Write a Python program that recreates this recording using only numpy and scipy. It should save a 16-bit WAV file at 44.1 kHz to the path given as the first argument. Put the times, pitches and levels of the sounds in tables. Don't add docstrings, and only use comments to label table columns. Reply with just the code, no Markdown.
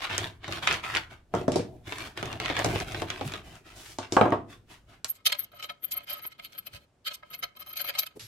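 import sys
import numpy as np
from scipy import signal
from scipy.fft import rfft, irfft, next_fast_len
from scipy.io import wavfile
from scipy.ndimage import uniform_filter1d

SR = 44100
rng = np.random.default_rng(int(sys.argv[2]) if len(sys.argv) > 2 else 0)


def master(y):
    cut = np.clip(np.atleast_2d(y).T, -1, 1)
    pcm = np.round(cut * 32767)
    wavfile.write(sys.argv[1], SR, pcm.astype(np.int16))


N = 364690
TIME = np.arange(N) / SR

# start/s, length/s, scrape/dB, rumble/dB, hiss/dB
MOVEMENTS = [(0.021, 0.023, -33, -49, -51), (0.104, 0.095, -33, -45.5, -55),
             (0.203, 0.053, -38, -39.5, -52.5), (0.44, .05, -44.5, -50.5, -74),
             (0.513, .055, -37, -38.5, -52.5), (.635, .12, -33, -40.5, -50.5),
             (0.847, .14, -37.5, -46, -53), (1.112, 0.016, -50, -52, -66.5),
             (1.357, 0.057, -48.5, -38, -67), (1.531, .08, -46.5, -49.5, -72), (1.66, .13, -75, -53.5, -94),
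             (1.879, 0.19, -43, -45, -54.5), (2.177, .18, -43.5, -43, -61), (2.42, .2, -35, -41, -58),
             (2.64, 0.17, -37.5, -34, -49), (2.877, .15, -43.5, -39, -54.5), (3.079, .3, -44.5, -46, -60.5),
             (3.449, .12, -54.5, -53, -63), (3.665, 0.07, -51, -57, -64), (3.767, .16, -51.5, -58, -54),
             (4.026, 0.024, -46, -58, -68), (4.131, 0.025, -44, -48, -53.5),
             (4.196, .14, -54, -58.5, -76.5), (4.506, 0.021, -51.5, -58.5, -61.5),
             (4.708, .03, -52.5, -54, -61), (4.895, 0.047, -58, -57, -71.5)]
# f/Hz, correlation
STEREO_LIKENESS = [(60, 0.97), (200, 0.95), (400, 0.92), (800, .45), (2400, 0.32), (5000, 0.24),
                   (12000, 0.087)]


def rummage(grain_db=4, clump_db=1.5, lump_db=3):
    # f/Hz, level/dB
    scrape_colour = [(150, -30.5), (350, -16), (680, -8.5), (1100, -1.5), (1650, -2), (2400, -3),
                     (3500, -4.5), (6000, -20.5), (12000, -39.5)]
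    rumble_colour = [(20, -10.5), (60, -3.5), (105, 5), (175, -6.5), (250, -7), (360, -1), (500, -16.5),
                     (680, -2), (1400, -40.5)]
    hiss_colour = [(2000, -21.5), (5000, -1.5), (8000, -5), (12000, -9), (16000, -10.5)]
    scrape_db, rumble_db, hiss_db = movement_levels()
    pressure = np.clip((scrape_db + 63) / 20, 0, 1)
    slips = amp(pressure * (grain_db * wander(N, 900) + clump_db * wander(N, 70)))
    slips /= np.sqrt(uniform_filter1d(slips ** 2, size=8000))
    scrape = evened(hollow(coloured(noise(N) * slips, scrape_colour)))
    rumble = evened(coloured(noise(N) * amp(lump_db * wander(N, 50)), rumble_colour))
    hiss = evened(coloured(noise(N) * np.sqrt(slips), hiss_colour))
    return amp(scrape_db + .5) * scrape + amp(rumble_db + .5) * rumble + amp(hiss_db + 3.5) * hiss


def movement_levels(rise_db_per_s=648.5, fall_db_per_s=270, sag_db=0.5):
    start, length, *levels = np.transpose(MOVEMENTS)[:, :, None]
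    t = TIME[::64]
    arch = np.sin(np.pi * np.clip((t - start) / length, 0, 1)) - .5
    before, after = np.maximum(start - t, 0), np.maximum(t - start - length, 0)
    shape_db = -sag_db * arch - rise_db_per_s * before - fall_db_per_s * after
    return [np.interp(TIME, t, (db + shape_db).max(0)) for db in levels]


def hollow(x, patch_db=3.5):
    spectra = signal.stft(x, SR, nperseg=1024, noverlap=768)[2]
    patches = uniform_filter1d(rng.standard_normal(spectra.shape[1:]), size=4, axis=0)
    patches = evened(uniform_filter1d(patches, size=16, axis=1))
    return signal.istft(spectra * amp(patch_db * patches), SR, nperseg=1024, noverlap=768)[1][:, :N]


def clacks():
    # t/s, clack/dB, thump/dB, tick/dB
    knocks = [(0.138, -24.5, -59, -52), (.18, -19.5, -29.5, -19), (0.4438, -26.5, -55, -51),
              (.48, -30.5, -29.5, -40.5), (0.5238, -21, -44, -36), (0.6735, -6.5, -48.5, -26.5),
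              (0.711, -11.5, -57, -40), (.7411, -20.5, -49, -36), (0.95, -13.5, -37, -36.5),
              (0.9623, -13, -29.5, -56), (0.9693, -12.5, -53.5, -34), (1.923, -21.5, -30.5, -42.5),
              (2.175, -23.5, -35, -40), (2.2279, -23, -23.5, -36), (2.3288, -26.5, -30, -38),
              (2.4007, -18.5, -29, -35), (2.4592, -18, -54, -38), (2.4999, -18, -20, -56),
              (2.567, -16, -36.5, -37), (2.6459, -19, -17, -22), (2.6599, -25, -20.5, -30),
              (2.759, -20, -21, -48), (2.9464, -20.5, -27.5, -57), (3.02, -26, -20, -36),
              (3.1024, -18, -32.5, -33), (3.211, -26.5, -23, -50), (3.3375, -23.5, -32, -38),
              (5.0454, -24, -41, -22.5)]
    clack_colour = [(300, -23), (800, -5), (1600, -1), (2300, 0), (3500, -3), (6000, -18),
                    (12000, -45.5)]
    thump_colour = [(35, -14.5), (100, 4), (170, -8), (350, 2.5), (700, -2), (1300, -9.5), (3000, -46)]
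    tick_colour = [(2000, -28.5), (4500, -4.5), (6300, 0.5), (10000, -11), (16000, -22.5)]
    out, t = np.zeros((2, N)), np.arange(SR // 5) / SR
    for s, clack_db, thump_db, tick_db in knocks + jostles():
        clack = burst(t, clack_colour, t60=0.0072, scatter_db=-1.5, scatter_t60=0.095)
        thump = burst(t, thump_colour, t60=0.066, scatter_db=-18, scatter_t60=0.19)
        tick = burst(t, tick_colour, t60=0.0083, scatter_db=-11.5, scatter_t60=0.084)
        add(out, s, amp(clack_db - 7.5) * clack + amp(thump_db - 5) * thump + amp(tick_db - 2) * tick)
    return out


def jostles(per_s=9, spread_db=0.5):
    above_scrape_db = np.array([13.5, -4, 6])
    knocks = []
    for start, length, scrape_db, *_ in MOVEMENTS:
        for _ in range(int(length * per_s)):
            s = start + length * rng.random()
            levels = scrape_db + above_scrape_db + spread_db * rng.uniform(-1, 1, 3)
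            knocks.append((s, *levels))
    return knocks


def landings(spread_db=2, phase_spread=0.37, attack_s=0.00056):
    # t/s, thud/dB, knock/dB, tick/dB
    blows = [(1.339, -19, -23.5, -48), (1.35, -19, -27, -40.5), (1.414, -27, -44, -56),
             (1.48, -12.5, -25.5, -41.5), (1.519, -26, -51, -35.5), (1.558, -16, -32, -32.5),
             (1.595, -22, -45, -57), (3.986, -28.5, -29.5, -36), (4.123, -21, -38, -29),
             (4.167, -12.5, -11, -37), (4.212, -8.5, -12.5, -45), (4.255, -16.5, -19.5, -56),
             (4.28, -22.5, -36, -64), (4.322, -13.5, -17.5, -51)]
    # f/Hz, level/dB, t60/s
    bench_modes = [(104, -7, .25), (242, -7, .14), (300, -5, .17), (345, -1, .14), (366, -4, .27),
                   (485, -4, .12), (600, -4, .17), (672, -3, .17), (719, 0, .19), (868, -6, .16),
                   (914, -5, .17), (1096, -4, .14), (1360, -10, .12), (1621, -12, .12), (2040, -16, .12)]
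    push_colour = [(40, -23.5), (100, -4.5), (190, -2.5), (380, 2), (650, -7.5), (1200, -23.5),
                   (3000, -54)]
    crack_colour = [(150, -11.5), (500, 6), (1100, 7), (2000, -8), (3500, -17.5), (8000, -44.5)]
    tick_colour = [(1500, -12.5), (3500, 3), (6000, 3), (8300, -2.5), (10500, -12.5), (16000, -31.5)]
    out, t = np.zeros((2, N)), np.arange(SR // 2) / SR
    hz, db, t60 = np.transpose(bench_modes)[:, :, None]
    upper = hz[:, 0] > 690
    envelope = amp(-60 * t / t60) * (1 - np.exp(-t / attack_s))
    for s, thud_db, knock_db, tick_db in blows:
        contact = amp(db + spread_db * rng.standard_normal(hz.shape)) * rng.choice([-1, 1], hz.shape)
        phase = phase_spread * rng.standard_normal((2, len(hz), 1)) * np.sqrt(hz / 700)
        rings = contact * envelope * np.sin(2 * np.pi * hz * t + phase)
        push = burst(t, push_colour, t60=0.055, scatter_db=-11, scatter_t60=0.24)
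        crack = burst(t, crack_colour, t60=0.027, scatter_db=-4.5, scatter_t60=0.23)
        tick = burst(t, tick_colour, t60=0.011, scatter_db=-5.5, scatter_t60=0.23)
        thud = amp(-7.5) * peaked(rings[:, ~upper].sum(1)) + amp(-4.5) * push
        knock = amp(-10) * peaked(rings[:, upper].sum(1)) + amp(-1.5) * crack
        add(out, s, amp(thud_db) * thud + amp(knock_db) * knock + amp(tick_db + 2.5) * tick)
    return out


def rasps(grain_db=4, drag_db=-62, drag_s=0.11):
    # t/s, level/dB, length/s, tilt/(dB per octave)
    catches = [(5.095, -42, 0.023, 16), (5.157, -57, 0.029, 7), (5.268, -18, 0.015, 4.5),
               (5.301, -36, 0.013, -3), (5.325, -25, 0.0082, -1.5), (5.348, -41, 0.012, -3),
               (5.397, -45, .02, 0), (5.445, -53, 0.016, 8.5), (5.535, -53, 0.013, -14.5),
               (5.599, -44.5, 0.016, -3.5), (5.638, -37, 0.021, -2), (5.7, -36, 0.014, -6.5),
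               (5.845, -46, 0.0088, 0.5), (5.92, -31, 0.011, 8), (5.97, -45, 0.07, -5),
               (6.102, -39.5, 0.041, -.5), (6.135, -42.5, 0.06, -3), (6.198, -49, 0.018, -2.5),
               (6.254, -42, 0.0092, -6), (6.321, -51, 0.016, -1), (6.397, -43, 0.0092, -4.5),
               (6.451, -41, 0.026, 3.5), (6.528, -53, 0.011, 3), (6.585, -45.5, 0.01, 2),
               (6.67, -43.5, 0.014, -2), (6.752, -47, 0.033, -2), (7.073, -31, 0.023, 0.5),
               (7.115, -41, 0.016, -4), (7.144, -41, .018, 7.5), (7.231, -47, 0.0085, -11.5),
               (7.341, -40, 0.015, 0), (7.434, -30.5, 0.013, -2), (7.624, -50, 0.013, 1),
               (7.773, -35.5, .009, 2.5), (7.806, -35.5, 0.031, -0.5), (7.846, -39.5, 0.0074, -4.5),
               (7.894, -33, 0.02, -3.5), (7.951, -36.5, 0.021, -2.5), (7.98, -38, 0.023, -6.5),
               (7.994, -25, 0.014, 8.5), (8.067, -40, .009, 1.5)]
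    out, t = np.zeros((2, N)), np.arange(-SR // 10, SR // 5) / SR
    for s, db, length, tilt in catches:
        slips = wide_noise(len(t)) * swell(t, length) * amp(grain_db * wander(len(t), 1200))
        rasp = peaked(tilted(flange(slips), tilt), size=350)
        slide = wide_noise(len(t)) * swell(t, drag_s) * (t > 0) * amp(grain_db * wander(len(t), 100))
        drag = peaked(coloured(flange(slide), [(1300, -2.5), (12000, -18.5)]))
        add(out, s + t[0], amp(db + 2.5) * rasp + amp(drag_db) * drag)
    return out


def turning(fade_s=0.012, jerks_per_s=59.35, jerk_db=10, grain_db=4, squeal_above=0.17, rub_db=-66.5):
    # start/s, end/s, scrape/dB, squeal/dB
    turns = [(5.343, 5.468, -54, -51), (5.517, 5.73, -57.5, -61), (5.82, 6.046, -54.5, -50),
             (6.07, 6.283, -54, -51), (6.38, 6.852, -59.5, -72), (7.259, 7.461, -52.5, -53),
             (7.552, 7.735, -52.5, -54), (7.728, 8.042, -43.5, -43.5)]
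    # f/Hz, level/dB
    rub_colour = [(30, -10.5), (110, -2), (250, -6), (600, -13.5), (1500, -27.5)]
    out, t = np.zeros((2, N)), np.arange(SR // 2) / SR
    for start, end, scrape_db, squeal_db in turns:
        grip = np.clip(np.minimum(t, end - start - t) / fade_s + .5, 0, 1)
        jerks = np.tanh(wander(len(t), jerks_per_s))
        slips = wide_noise(len(t)) * amp(jerk_db * jerks + grain_db * wander(len(t), 1200))
        scrape = evened(tilted(flange(slips), db_per_octave=-4))
        squeal = evened(panned(singing(t) * np.maximum(jerks - squeal_above, 0), left_db=4))
        rub = evened(coloured(noise(len(t)), rub_colour))
        add(out, start, grip * (amp(scrape_db) * scrape + amp(squeal_db) * squeal + amp(rub_db) * rub))
    return out


def flange(slips, spread_db=2.8):
    # f/Hz, width/Hz, level/dB
    steel_modes = [(581, 18, -7), (700, 22, -10), (1003, 14, -12), (1283, 18, 3), (1630, 40, -9),
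                   (2145, 40, 0), (2425, 30, -5), (2575, 32, -5), (3040, 50, 1), (3135, 40, 1),
                   (3190, 26, 0), (3820, 42, -3), (4060, 34, -7), (4260, 16, 0), (4680, 50, -8),
                   (4925, 55, -7), (5240, 46, -14), (6440, 140, -11), (8390, 130, -12), (10880, 86, -21),
                   (12620, 190, -8)]
    # f/Hz, level/dB
    rasp_colour = [(250, -35.5), (520, -22.5), (900, -22), (1400, -16), (3200, -8.5), (5000, -14),
                   (7000, -22.5), (12000, -29), (14000, -47), (16000, -51)]
    hz, width, db = np.transpose(steel_modes)[:, :, None]
    width = width + 22 * hz / 2500
    contact = amp(db + spread_db * rng.standard_normal(hz.shape)) * rng.choice([-1, 1], hz.shape)
    modes = contact / (1 + 2j * (bins(slips) - hz) / width)
    return irfft(rfft(slips) * modes.sum(0), slips.shape[-1]) + coloured(slips, rasp_colour)


def squeaks(length_s=0.014, skirt_db=-28):
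    # t/s, level/dB, left minus right/dB
    stick_slips = [(5.107, -23, -5), (5.398, -23, 11), (5.44, -37, 1), (5.849, -24, 13), (5.935, -29, 6),
                   (5.975, -25, 3), (6.105, -31, 3), (6.136, -29, -3), (6.27, -30.5, 2), (6.59, -31, 7),
                   (6.671, -36.5, 12), (7.353, -40, 6), (7.395, -37.5, 7), (7.604, -38, 10),
                   (7.693, -40, 1), (7.776, -32, 8.5), (7.817, -26, 7), (7.851, -34, 14), (7.893, -30, 5),
                   (7.999, -20.5, 13)]
    out, t = np.zeros((2, N)), np.arange(-SR // 12, SR // 12) / SR
    grip = swell(t, length_s) + amp(skirt_db) * swell(t, 3 * length_s)
    for s, db, left_db in stick_slips:
        add(out, s + t[0], amp(db - 2) * peaked(panned(singing(t) * grip, left_db), size=350))
    return out


def singing(t, hz=12560, spread_hz=22, glide_hz=50, beat_hz=160, weaker_db=-5, fuzz_db=-8):
    lag = np.array([[0], [0.27 * rng.choice([-1, 1])]])
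    cycles = np.cumsum(hz + spread_hz * rng.standard_normal() + glide_hz * wander(len(t), 120)) / SR
    lower_gain, upper_gain = rng.permutation([1, amp(weaker_db)])
    lower = lower_gain * np.sin(2 * np.pi * (cycles + lag))
    upper = upper_gain * np.sin(2 * np.pi * (cycles + beat_hz * t - lag + rng.random()))
    return (lower + upper) * (1 + amp(fuzz_db) * wander(len(t), 800))


def bumps():
    # t/s, level/dB, length/s, f/Hz
    touches = [(2.6, -26.5, 0.044, 740), (3.271, -29, .04, 151.6), (6.753, -46, 0.042, 94),
               (8.169, -40.5, 0.016, 390), (8.253, -51, 0.15, 108)]
    out, t = np.zeros((2, N)), np.arange(-SR // 10, SR // 10) / SR
    for s, db, length, hz in touches:
        colour = [(hz / 4, -20), (hz, 0), (hz * 1.14, -3), (hz * 4, -35)]
        thump = coloured(noise(len(t)) * swell(t, length), colour)
        add(out, s + t[0], amp(db) * peaked(thump))
    return out


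def drill(start_s=8.195, whirr_db=-43, fade_db_per_s=122, whine_hz=11400, whine_db=-58):
    # f/Hz, level/dB
    whirr_colour = [(200, -12), (1000, -13), (2200, -3.5), (5000, 0), (8000, -8), (11000, -11),
                    (14000, -34)]
    out, t = np.zeros((2, N)), np.arange(SR // 10) / SR
    whirr = evened(coloured(noise(len(t)), whirr_colour)) * amp(whirr_db - fade_db_per_s * t)
    whine = evened(np.sin(2 * np.pi * whine_hz * t)) * amp(whine_db)
    add(out, start_s, whirr + whine)
    return out


def holding(end_s=5, db=-59.5, lump_db=3):
    # f/Hz, level/dB
    held_colour = [(20, 1.5), (50, 1), (110, -5), (200, -17), (400, -21), (1000, -43)]
    lumps = noise(N) * amp(lump_db * wander(N, 19))
    return evened(coloured(lumps, held_colour)) * amp(db) * (TIME < end_s)


def room(x):
    # f/Hz, t60/s
    decay = [(100, 0.93), (400, 0.38), (1500, 0.33), (4000, 0.2), (12000, 0.13)]
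    taps = rng.standard_normal((2, SR)) * (rng.random((2, SR)) < .08) * (np.arange(SR) > .005 * SR)
    hz, t, spectra = signal.stft(taps, SR, nperseg=256)
    tail = signal.istft(spectra * amp(-60 * t / read(decay, hz)[:, None]), SR, nperseg=256)[1]
    same = np.clip(read(STEREO_LIKENESS, bins(tail)), -1, 1)
    left, unrelated = rfft(tail)
    tail = irfft([left, same * left + np.sqrt(1 - same ** 2) * unrelated])
    return signal.fftconvolve(x, tail / np.linalg.norm(tail[0]), axes=1)[:, :N]


def air(db=-68):
    # f/Hz, level/dB
    air_colour = [(20, -12), (60, -6), (110, -1.5), (180, -9.5), (600, -14), (1200, -22), (4000, -30),
                  (8000, -33.5), (16000, -48.5)]
    return amp(db) * evened(coloured(noise(N), air_colour))


def burst(t, spectrum, t60, scatter_db, scatter_t60, uneven_db=3, snap_db=7, snap_t60=0.0016):
    snap = amp(snap_db - 60 * t / snap_t60)
    rattle = amp(-60 * t / t60)
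    scatter = amp(scatter_db - 60 * t / scatter_t60)
    hz = np.geomspace(30, 16000, 90)
    colour = np.column_stack([hz, read(spectrum, hz) + uneven_db * rng.standard_normal(len(hz))])
    return peaked(coloured(noise(len(t)) * (snap + rattle + scatter), colour))


def noise(size):
    white = rng.standard_normal((2, size))
    same = np.clip(read(STEREO_LIKENESS, bins(white)), -1, 1)
    mid, side = irfft(rfft(white) * np.sqrt([(1 + same) / 2, (1 - same) / 2]), size)
    return np.array([mid + side, mid - side])


def wide_noise(size):
    return rng.standard_normal((2, size))


def wander(size, hz):
    knots = rng.standard_normal(int(size * hz / SR) + 3)
    return evened(np.interp(np.arange(size) * hz / SR, np.arange(len(knots)), knots))


def swell(t, length):
    return .5 ** ((2 * t / length) ** 2)


def coloured(x, points):
    size = next_fast_len(x.shape[-1] + 2048)
    log_gain = np.log(amp(read(points, abs(np.fft.fftfreq(size, 1 / SR)))))
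    response = np.exp(np.conj(signal.hilbert(log_gain)))[:size // 2 + 1]
    return irfft(rfft(x, size) * response, size)[..., :x.shape[-1]]


def tilted(x, db_per_octave):
    return coloured(x, [(f, db_per_octave * np.log2(f / 3000)) for f in (600, 9000)])


def read(points, hz):
    f, value = np.transpose(points)
    return np.interp(np.log(hz + 1), np.log(f + 1), value)


def bins(x):
    return np.fft.rfftfreq(x.shape[-1], 1 / SR)


def amp(db):
    return 10 ** (np.asarray(db) / 20)


def evened(x):
    return x / np.sqrt(np.mean(x ** 2) + 1e-20)


def peaked(x, size=220):
    return x / np.sqrt(uniform_filter1d((x ** 2).mean(0), size).max() + 1e-20)


def panned(x, left_db):
    return x * amp([[left_db / 2], [-left_db / 2]])


def add(mix, s, sound):
    part = mix[:, max(round(s * SR), 0):][:, :sound.shape[1]]
    part += sound[:, :part.shape[1]]


def scene():
    handling = rummage() + holding() + clacks()
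    bench = landings()
    thread = rasps() + turning() + bumps()
    squeal = squeaks()
    to_room = amp(-16) * handling + amp(-17.5) * bench + amp(-20) * thread + amp(-41) * squeal
    return handling + bench + thread + squeal + air() + drill() + room(to_room)


def record(dry, edge_hz=16100):
    # f/Hz, level/dB
    response = [(20, -7), (45, 0), (12800, -0.5), (14200, -6), (16000, -8)]
    low_pass = signal.firwin(511, edge_hz, window=("kaiser", 9), fs=SR)
    return signal.oaconvolve(coloured(dry, response), low_pass[None], "same")


dry = scene()
out = record(dry)
master(out)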